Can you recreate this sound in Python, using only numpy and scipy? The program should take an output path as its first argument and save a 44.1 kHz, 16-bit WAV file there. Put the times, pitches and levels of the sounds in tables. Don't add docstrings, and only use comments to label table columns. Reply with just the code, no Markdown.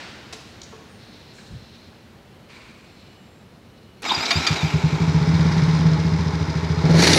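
import sys
import numpy as np
from scipy import signal
from scipy.fft import rfft, irfft, next_fast_len
from scipy.io import wavfile

SR = 44100
rng = np.random.default_rng(int(sys.argv[2]) if len(sys.argv) > 2 else 0)


def wav_out(sig):
    wavfile.write(sys.argv[1], SR, np.round(np.clip(np.atleast_2d(sig).T, -1, 1) * 32767).astype(np.int16))


N = 316638
TIME = np.arange(N) / SR

# time in seconds, firings per second.
FIRING_RATE = [(4.17, 4.78), (4.42, 6.55), (4.7, 9.39), (4.8, 10.08), (5.02, 13.65), (5.35, 16.91),
               (5.65, 18.13), (5.95, 15.25), (6.15, 14.02), (6.45, 13.53), (6.78, 13.88), (6.95, 22.35),
               (7.18, 33.45)]
CATCH_S = FIRING_RATE[0][0]


def from_db(db):
    return 10 ** (np.asarray(db) / 20)


def unit_rms(x):
    return x / np.sqrt(np.mean(x ** 2) + 1e-20)


def curve(rows):
    return np.interp(TIME, *np.transpose(rows))


def drift(rate_hz):
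    knots = rng.standard_normal(4000)
    return np.interp(TIME * rate_hz, np.arange(len(knots)), knots)


def swell(start_s, attack_s, hold_s, fade_db_per_s):
    age_s = TIME - start_s
    fade_db = fade_db_per_s * np.maximum(age_s - attack_s - hold_s, 0)
    return np.clip(age_s / attack_s, 0, 1) * from_db(-fade_db)


def band(x, low_hz, high_hz, order=2):
    edges_hz = np.clip([low_hz, max(high_hz, low_hz * 1.1)], 10, [.4 * SR, .45 * SR])
    return signal.sosfilt(signal.butter(order, edges_hz, "band", fs=SR, output="sos"), x + 1e-18)


def noise(spectrum, envelope=1):
    hz, db = np.transpose(spectrum)
    size = next_fast_len(N)
    log_hz = np.log(np.maximum(np.fft.rfftfreq(size, 1 / SR), 1))
    outside = np.maximum(np.log(hz[0]) - log_hz, 0) + np.maximum(log_hz - np.log(hz[-1]), 0)
    gain = from_db(np.interp(log_hz, np.log(hz), db) - 47 * outside)
    white = rng.standard_normal(N) * envelope
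    return unit_rms(irfft(rfft(white, size) * gain, size)[:N])


def strikes(rows):
    out = np.zeros(N + SR)
    for start_s, db, low_hz, high_hz, length_s in rows:
        age = TIME[:SR // 4] / max(length_s, .001)
        burst = rng.standard_normal(len(age)) * np.sqrt(2 * np.e * age) * np.exp(-age ** 1.25)
        hit = band(burst, low_hz, high_hz, order=3) * np.sqrt(SR / 2 / abs(high_hz - low_hz))
        at = round(start_s * SR)
        out[at:at + len(hit)] += from_db(db) * hit
    return out[:N]


def ring(x, modes):
    out = np.zeros(N)
    for hz, db, t60_s in modes:
        r, w = from_db(-60 / (t60_s * SR)), 2 * np.pi * hz / SR
        out += from_db(db) * signal.lfilter([0, np.sin(w)], [1, -2 * r * np.cos(w), r * r], x + 1e-18)
    return out


def workshop(x, wet_db, t60_s):
    age_s = TIME[:SR]
    tail = rng.standard_normal(SR) * from_db(-60 * age_s / t60_s) * (age_s > .006)
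    return x + from_db(wet_db) * signal.fftconvolve(x, tail / np.linalg.norm(tail))[:N]


def room_tone():
    # frequency in Hz, relative density in dB.
    rumble_spectrum = [(21, -51), (35, -17.5), (88, -1.5), (125, -4.5), (231, -3.5), (269, -10), (338, -9),
                       (593, -14.5), (963, -19.5), (2600, -25), (2880, -25.5), (3270, -28), (7400, -38),
                       (15500, -44.5)]
    hiss_spectrum = [(180, -26), (300, 1), (390, -7), (499, -6.5), (831, -5.5), (1150, -8), (1490, -3.5),
                     (4540, -9.5), (9090, -29), (12000, -66), (15600, -71), (22000, -120)]
    hiss = np.hypot(from_db(-37 - 44 * TIME), from_db(-46.5 - 6.5 * TIME)) * noise(hiss_spectrum)
    return from_db(-44.5 - 0.79 * TIME) * noise(rumble_spectrum) + hiss


def rustles(floor_db):
    # start in seconds, hold in seconds, level in dB.
    events = [(.3, 0.27, -58), (.97, 0.79, -53.5), (2.854, 0.21, -58.5)]
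    # frequency in Hz, relative density in dB.
    spectrum = [(1470, -23), (2500, -8), (3250, -8), (4280, 1), (4600, -10), (5210, -8.5), (12000, -51),
                (15600, -61), (22000, -120)]
    envelope = sum(from_db(db) * swell(start_s, 0.042, hold_s, fade_db_per_s=57)
                   for start_s, hold_s, db in events)
    return np.hypot(envelope, from_db(floor_db)) * from_db(2 * drift(39.43)) * noise(spectrum)


def handling(click_db, ring_db, bump_db, scrape_db):
    # start in seconds, relative level in dB, low and high edge in Hz, length in seconds.
    contacts = [(0.325, -32.5, 350, 6360, 0.011), (0.616, -34, 3460, 7050, 0.003),
                (0.631, -40, 3600, 6800, 0.0084), (.726, -41, 353, 1510, 0.0083),
                (.88, -65.5, 8300, 9400, 0.075), (1.33, -55.5, 3970, 8200, 0.096),
                (1.383, -46.5, 1200, 2600, 0.0095)]
    # frequency in Hz, relative gain in dB, T60 in seconds.
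    bodywork_modes = [(443, 8, 0.14), (1100, 2, 0.065), (1730, 1, 0.098), (3150, -7, .1), (3960, -10, 0.12)]
    # frequency in Hz, relative density in dB.
    scrape_spectrum = [(500, -22), (1000, -3.5), (1600, -5.5), (2050, -3), (2350, 2), (2800, -4),
                       (3200, -8.5), (4300, -6.5), (5500, -15.5), (8500, -21.5), (12000, -46)]
    taps = strikes(contacts)
    clicks = from_db(click_db) * taps + from_db(ring_db) * ring(taps, bodywork_modes)
    bump = unit_rms(band(rng.standard_normal(N), 68, 150))
    bump *= swell(1.5, attack_s=0.035, hold_s=.005, fade_db_per_s=260)
    scrape = from_db(1.2 * drift(80)) * noise(scrape_spectrum)
    scrape *= swell(2.485, attack_s=0.021, hold_s=0.037, fade_db_per_s=26)
    return workshop(clicks, wet_db=-3, t60_s=1) + from_db(bump_db) * bump + from_db(scrape_db) * scrape


def whistles():
    # start in seconds, hold in seconds, frequency in Hz, level in dB.
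    tones = [(2.25, .15, 3020, -63), (2.72, .6, 7440, -70), (3.0, 0.17, 2940, -60), (3.6, 0.3, 2940, -64)]
    out = np.zeros(N)
    for start_s, hold_s, hz, db in tones:
        envelope = from_db(db + 2 * drift(18)) * swell(start_s, .08, hold_s, fade_db_per_s=200)
        out += envelope * np.sin(2 * np.pi * hz * TIME + drift(110))
    return out


def panels(x):
    # centre in Hz, width in Hz, boost or cut in dB.
    resonances = [(298.2, 22, 3.5), (355.6, 8.6, 8), (514, 4, 0), (654, 24, 6.5), (1190, 70, -5.5),
                  (1380, 19, 2.5), (1857, 24, 3), (2250, 390, 4), (3860, 68, 3), (4260, 90, 5),
                  (4120, 30, -2), (4930, 93, 7.5), (5200, 130, 8), (5770, 90, 9), (6860, 170, 3)]
    peaks = ((from_db(db) - 1) * signal.lfilter(*signal.iirpeak(hz, hz / width_hz, fs=SR), x)
             for hz, width_hz, db in resonances)
    return unit_rms(x + sum(peaks))


def starter(whine_db, whirr_db):
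    # time in seconds, gear mesh rate in Hz.
    mesh_rate = [(4.02, 350), (4.06, 690), (4.068, 1235), (4.085, 1260), (4.12, 800), (4.15, 825),
                 (4.19, 1150), (4.215, 1225), (4.25, 1300), (4.3, 1330), (4.32, 1070), (4.37, 1235),
                 (4.41, 1315), (4.462, 1375), (4.48, 1220), (4.575, 1000), (4.745, 667), (4.95, 400)]
    # multiple of the mesh rate, relative level in dB.
    partials = [(.2, -14.5), (1, -4), (2, -27), (3, -12.5), (4, -6), (6, -10), (8, -34), (10, -25),
                (14, -26), (16, -25)]
    # frequency in Hz, gain in dB.
    housing_response = [(2400, -5), (2800, 2.5), (3400, -3), (3850, 12), (4400, -9), (4900, 12),
                        (5150, -3.5), (5500, -3), (7150, -5), (7480, 2), (8000, -13.5), (11200, 4),
                        (13200, -7.5), (15000, -30)]
    # time in seconds, relative level in dB.
    whine_contour = [(4.02, -2), (4.06, -6), (4.075, 8), (4.1, 9), (4.125, 3), (4.15, -7), (4.18, -19),
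                     (4.215, 0), (4.33, 1), (4.37, 0), (4.46, 2.5), (4.485, -9), (4.59, -3.5), (4.75, -15),
                     (4.95, -22)]
    # frequency in Hz, relative density in dB.
    brush_spectrum = [(200, -2), (330, -2.5), (565, -8.5), (821, 2), (1050, -3.5), (1400, -2), (1970, -7),
                      (2350, -0.5), (3070, -8.5), (3900, -5), (4960, -15.5), (5500, -14.5), (7600, -17),
                      (9250, -37.5), (11300, -29.5), (15500, -49)]
    on_s, stall_s, off_s = 4.02, 4.105, 4.48
    mesh_hz = curve(mesh_rate)
    grinding = swell(stall_s, attack_s=0.0094, hold_s=0.017, fade_db_per_s=296)
    flutter = (0.00517 + 0.033 * grinding) * drift(900)
    phase = 2 * np.pi * np.cumsum(mesh_hz * (1 + flutter)) / SR
    strain = swell(on_s, attack_s=.02, hold_s=0.062, fade_db_per_s=500)
    whine = np.zeros(N)
    for multiple, db in partials:
        housing_db = np.interp(multiple * mesh_hz, *np.transpose(housing_response))
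        partial_db = db + housing_db + 3 * drift(120) - 1.3 * multiple * strain
        whine += from_db(partial_db) * np.sin(multiple * phase)
    turning = (TIME >= on_s) & (TIME < mesh_rate[-1][0])
    whine *= turning * from_db(whine_db + curve(whine_contour))
    brushes = panels(noise(brush_spectrum, from_db(2.5 * drift(300))))
    running = swell(on_s, attack_s=0.041, hold_s=off_s - on_s, fade_db_per_s=20.5)
    whirr = brushes * running * from_db(whirr_db + 2 * grinding)
    return workshop(whine, wet_db=-18, t60_s=0.8) + whirr


def clanks_and_cracks(ring_db, crack_db):
    # start in seconds, relative level in dB, low and high edge in Hz, length in seconds.
    events = [(4.02, -26.5, 503, 10600, 0.0066), (4.092, -9.5, 2710, 3900, 0.015),
              (4.109, -3.5, 766, 1050, 0.011), (4.11, -18, 1190, 4340, 0.012),
              (4.146, -6, 4700, 5200, 0.0053), (4.252, -9, 3330, 5800, 0.0094),
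              (4.305, -1.5, 1220, 5200, 0.0097), (4.306, -15.5, 642, 770, 0.0077),
              (4.466, -1, 1310, 5440, 0.0078), (7.021, -1.5, 1500, 7050, 0.0037),
              (7.131, 2.5, 2970, 6400, 0.0057)]
    # frequency in Hz, relative gain in dB, T60 in seconds.
    crankcase_modes = [(696, 0, 0.094), (1402, 6.5, 0.048), (2400, 3.5, 0.12), (2377, 3, 0.043),
                       (2854, -7.5, 0.11), (3556, -13, 0.092), (3700, -2, 0.12), (4810, 7, 0.031),
                       (6640, 4.5, 0.025)]
    bursts = strikes(events)
    ringing = from_db(ring_db) * ring(bursts, crankcase_modes)
    return workshop(ringing + from_db(crack_db) * bursts, wet_db=-7.5, t60_s=1)


def engine_state(idle_hz):
    # time in seconds, effort in dB above idle.
    effort = [(4.17, -11.5), (4.36, -2.5), (4.5, 2.5), (4.63, 4), (5.35, 4), (5.9, 4), (6.3, 1), (6.76, 0),
              (6.84, 6), (6.98, 6), (7.06, 0.5)]
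    firing_hz = curve(FIRING_RATE)
    cycles = np.cumsum(firing_hz * (TIME >= CATCH_S)) / SR
    return cycles, np.log2(firing_hz / idle_hz), curve(effort)


def stroke(cycles, centre, width):
    return np.exp(-.5 * (((cycles - centre + .5) % 1 - .5) / width) ** 2)


def exhaust(cycles, octaves, effort_db, level_db, uneven_db, detune, rise_s):
    # idle frequency in Hz, relative level in dB, T60 in seconds, dB per dB of extra effort.
    silencer_modes = [(84, -14, 0.11, -0.4), (117, -9, 0.085, 0.4), (151, -12.5, 0.097, 1.65),
                      (301, -29, 0.057, 1.4), (429, -30, 0.11, 0.2)]
    # echo delay in seconds, gain in dB.
    walls = [(0.0124, -4.5), (0.0255, -11.5), (0.038, -15)]
    hz, mode_db, t60_s, growth = np.transpose(silencer_modes)[:, :, None]
    heat_ratio = 1 + 0.08 * octaves + 0.002 * effort_db
    firings = np.flatnonzero(np.diff(np.ceil(cycles)) > 0)
    out, age_s = np.zeros(N + SR), TIME[:SR // 5]
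    for at in firings:
        force_db = min(effort_db[at], 0) + growth * max(effort_db[at], 0)
        force_db += uneven_db * rng.standard_normal()
        mode_hz = hz * heat_ratio[at] * (1 + detune * rng.standard_normal(hz.shape))
        decay = from_db(mode_db + force_db - 60 * age_s / t60_s)
        putt = (decay * np.sin(2 * np.pi * mode_hz * age_s)).sum(axis=0)
        out[at:at + len(age_s)] += from_db(level_db) * putt * (1 - np.exp(-age_s / rise_s))
    direct = out[:N]
    echoes = sum(from_db(db) * np.interp(TIME - delay_s, TIME, direct) for delay_s, db in walls)
    return workshop(band(direct + echoes, 82.6, 1100, order=4), wet_db=-11, t60_s=.5)


def gas_rush(cycles, octaves, effort_db, idle_db):
    # frequency in Hz, relative density in dB.
    spectrum = [(140, -36), (230, -1.5), (301, 0.5), (340, -10.5), (419, 2.5), (505, -8), (734, -13),
                (822, -2.5), (1160, -7.5), (1600, -14.5), (2080, -22), (3520, -120)]
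    gain = (TIME >= CATCH_S) * from_db(idle_db + 6 * octaves + 0.1 * effort_db)
    return gain * panels(noise(spectrum, 1 + 0.093 * stroke(cycles, 0.043, 0.34)))


def drive_rattle(cycles):
    # frequency in Hz, relative density in dB.
    spectrum = [(760, -46), (1300, -4), (1550, -2.5), (2210, -2), (2550, -7.5), (3040, -8.5), (3740, -4),
                (4510, -9), (5110, -9), (5490, -14), (5970, -12), (8060, -24.5), (15500, -44.5)]
    contacts = (1 + 0.26 * stroke(cycles, 0.23, 0.16)) * from_db(1.5 * drift(350))
    return panels(noise(spectrum, contacts))


def valves(cycles, rocker_db):
    taps = stroke(cycles, 0.306, 0.038) + from_db(rocker_db) * stroke(cycles, 0.66, 0.028)
    return taps * unit_rms(band(rng.standard_normal(N), 3700, 5360))


def intake(cycles, open_s, level_db):
    air = rng.standard_normal(N) * (1 + 0.89 * stroke(cycles, 0.23, 0.14))
    envelope = swell(open_s, attack_s=0.041, hold_s=0, fade_db_per_s=-10)
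    return from_db(level_db) * envelope * panels(band(air, 216, 603, order=3))


def rev_rasp(cycles, full_db, full_firing_hz, db_per_octave, singing_db):
    # frequency in Hz, relative density in dB.
    spectrum = [(200, 0), (330, 6.5), (500, -8.5), (800, -1.5), (1300, -5.5), (1900, 3), (2300, -4),
                (2800, -3.5), (3400, -6.5), (4000, 1.5), (4500, 2.5), (5000, -9.5), (6400, -5), (7500, -15),
                (9000, -19), (11000, -21.5), (15500, -37)]
    # frequency in Hz, relative level in dB.
    steel_tones = [(5469, -47), (5642, -34), (6578, -54), (8109, -41), (9771, -37.5), (13950, -61)]
    shaking = from_db(db_per_octave * np.minimum(np.log2(curve(FIRING_RATE) / full_firing_hz), 0))
    clatter = (1 + 0.36 * stroke(cycles, 0.37, 0.11)) * from_db(3.5 * drift(220))
    rasp = panels(noise(spectrum, clatter))
    singing = np.zeros(N)
    for hz, db in steel_tones:
        gain = from_db(db + singing_db + 3.3 * drift(30))
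        singing += gain * np.sin(2 * np.pi * hz * TIME + 0.75 * drift(70))
    return from_db(full_db) * shaking * (rasp + shaking * singing)


def scene():
    mix = room_tone() + rustles(floor_db=-65)
    mix += handling(click_db=-1.5, ring_db=-42.5, bump_db=-30, scrape_db=-45.5)
    mix += whistles()
    mix += starter(whine_db=-29, whirr_db=-26)
    mix += clanks_and_cracks(ring_db=-51.5, crack_db=-15)
    cycles, octaves, effort_db = engine_state(idle_hz=14)
    mix += exhaust(cycles, octaves, effort_db, level_db=2, uneven_db=1.35, detune=0.045, rise_s=0.0054)
    mix += gas_rush(cycles, octaves, effort_db, idle_db=-30.5)
    mechanical_gain = (TIME >= CATCH_S) * from_db(-36.5 + 10 * octaves)
    mix += mechanical_gain * (drive_rattle(cycles) + valves(cycles, rocker_db=-4.5))
    mix += intake(cycles, open_s=6.83, level_db=-23)
    mix += rev_rasp(cycles, full_db=-15.5, full_firing_hz=25.85, db_per_octave=65, singing_db=18.5)
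    return mix[None]


def record(dry):
    rounded = 1.216 * np.tanh(dry / 1.376)
    return signal.sosfilt(signal.ellip(10, .1, 90, 15700, fs=SR, output="sos"), rounded)


dry = scene()
out = record(dry)
wav_out(out)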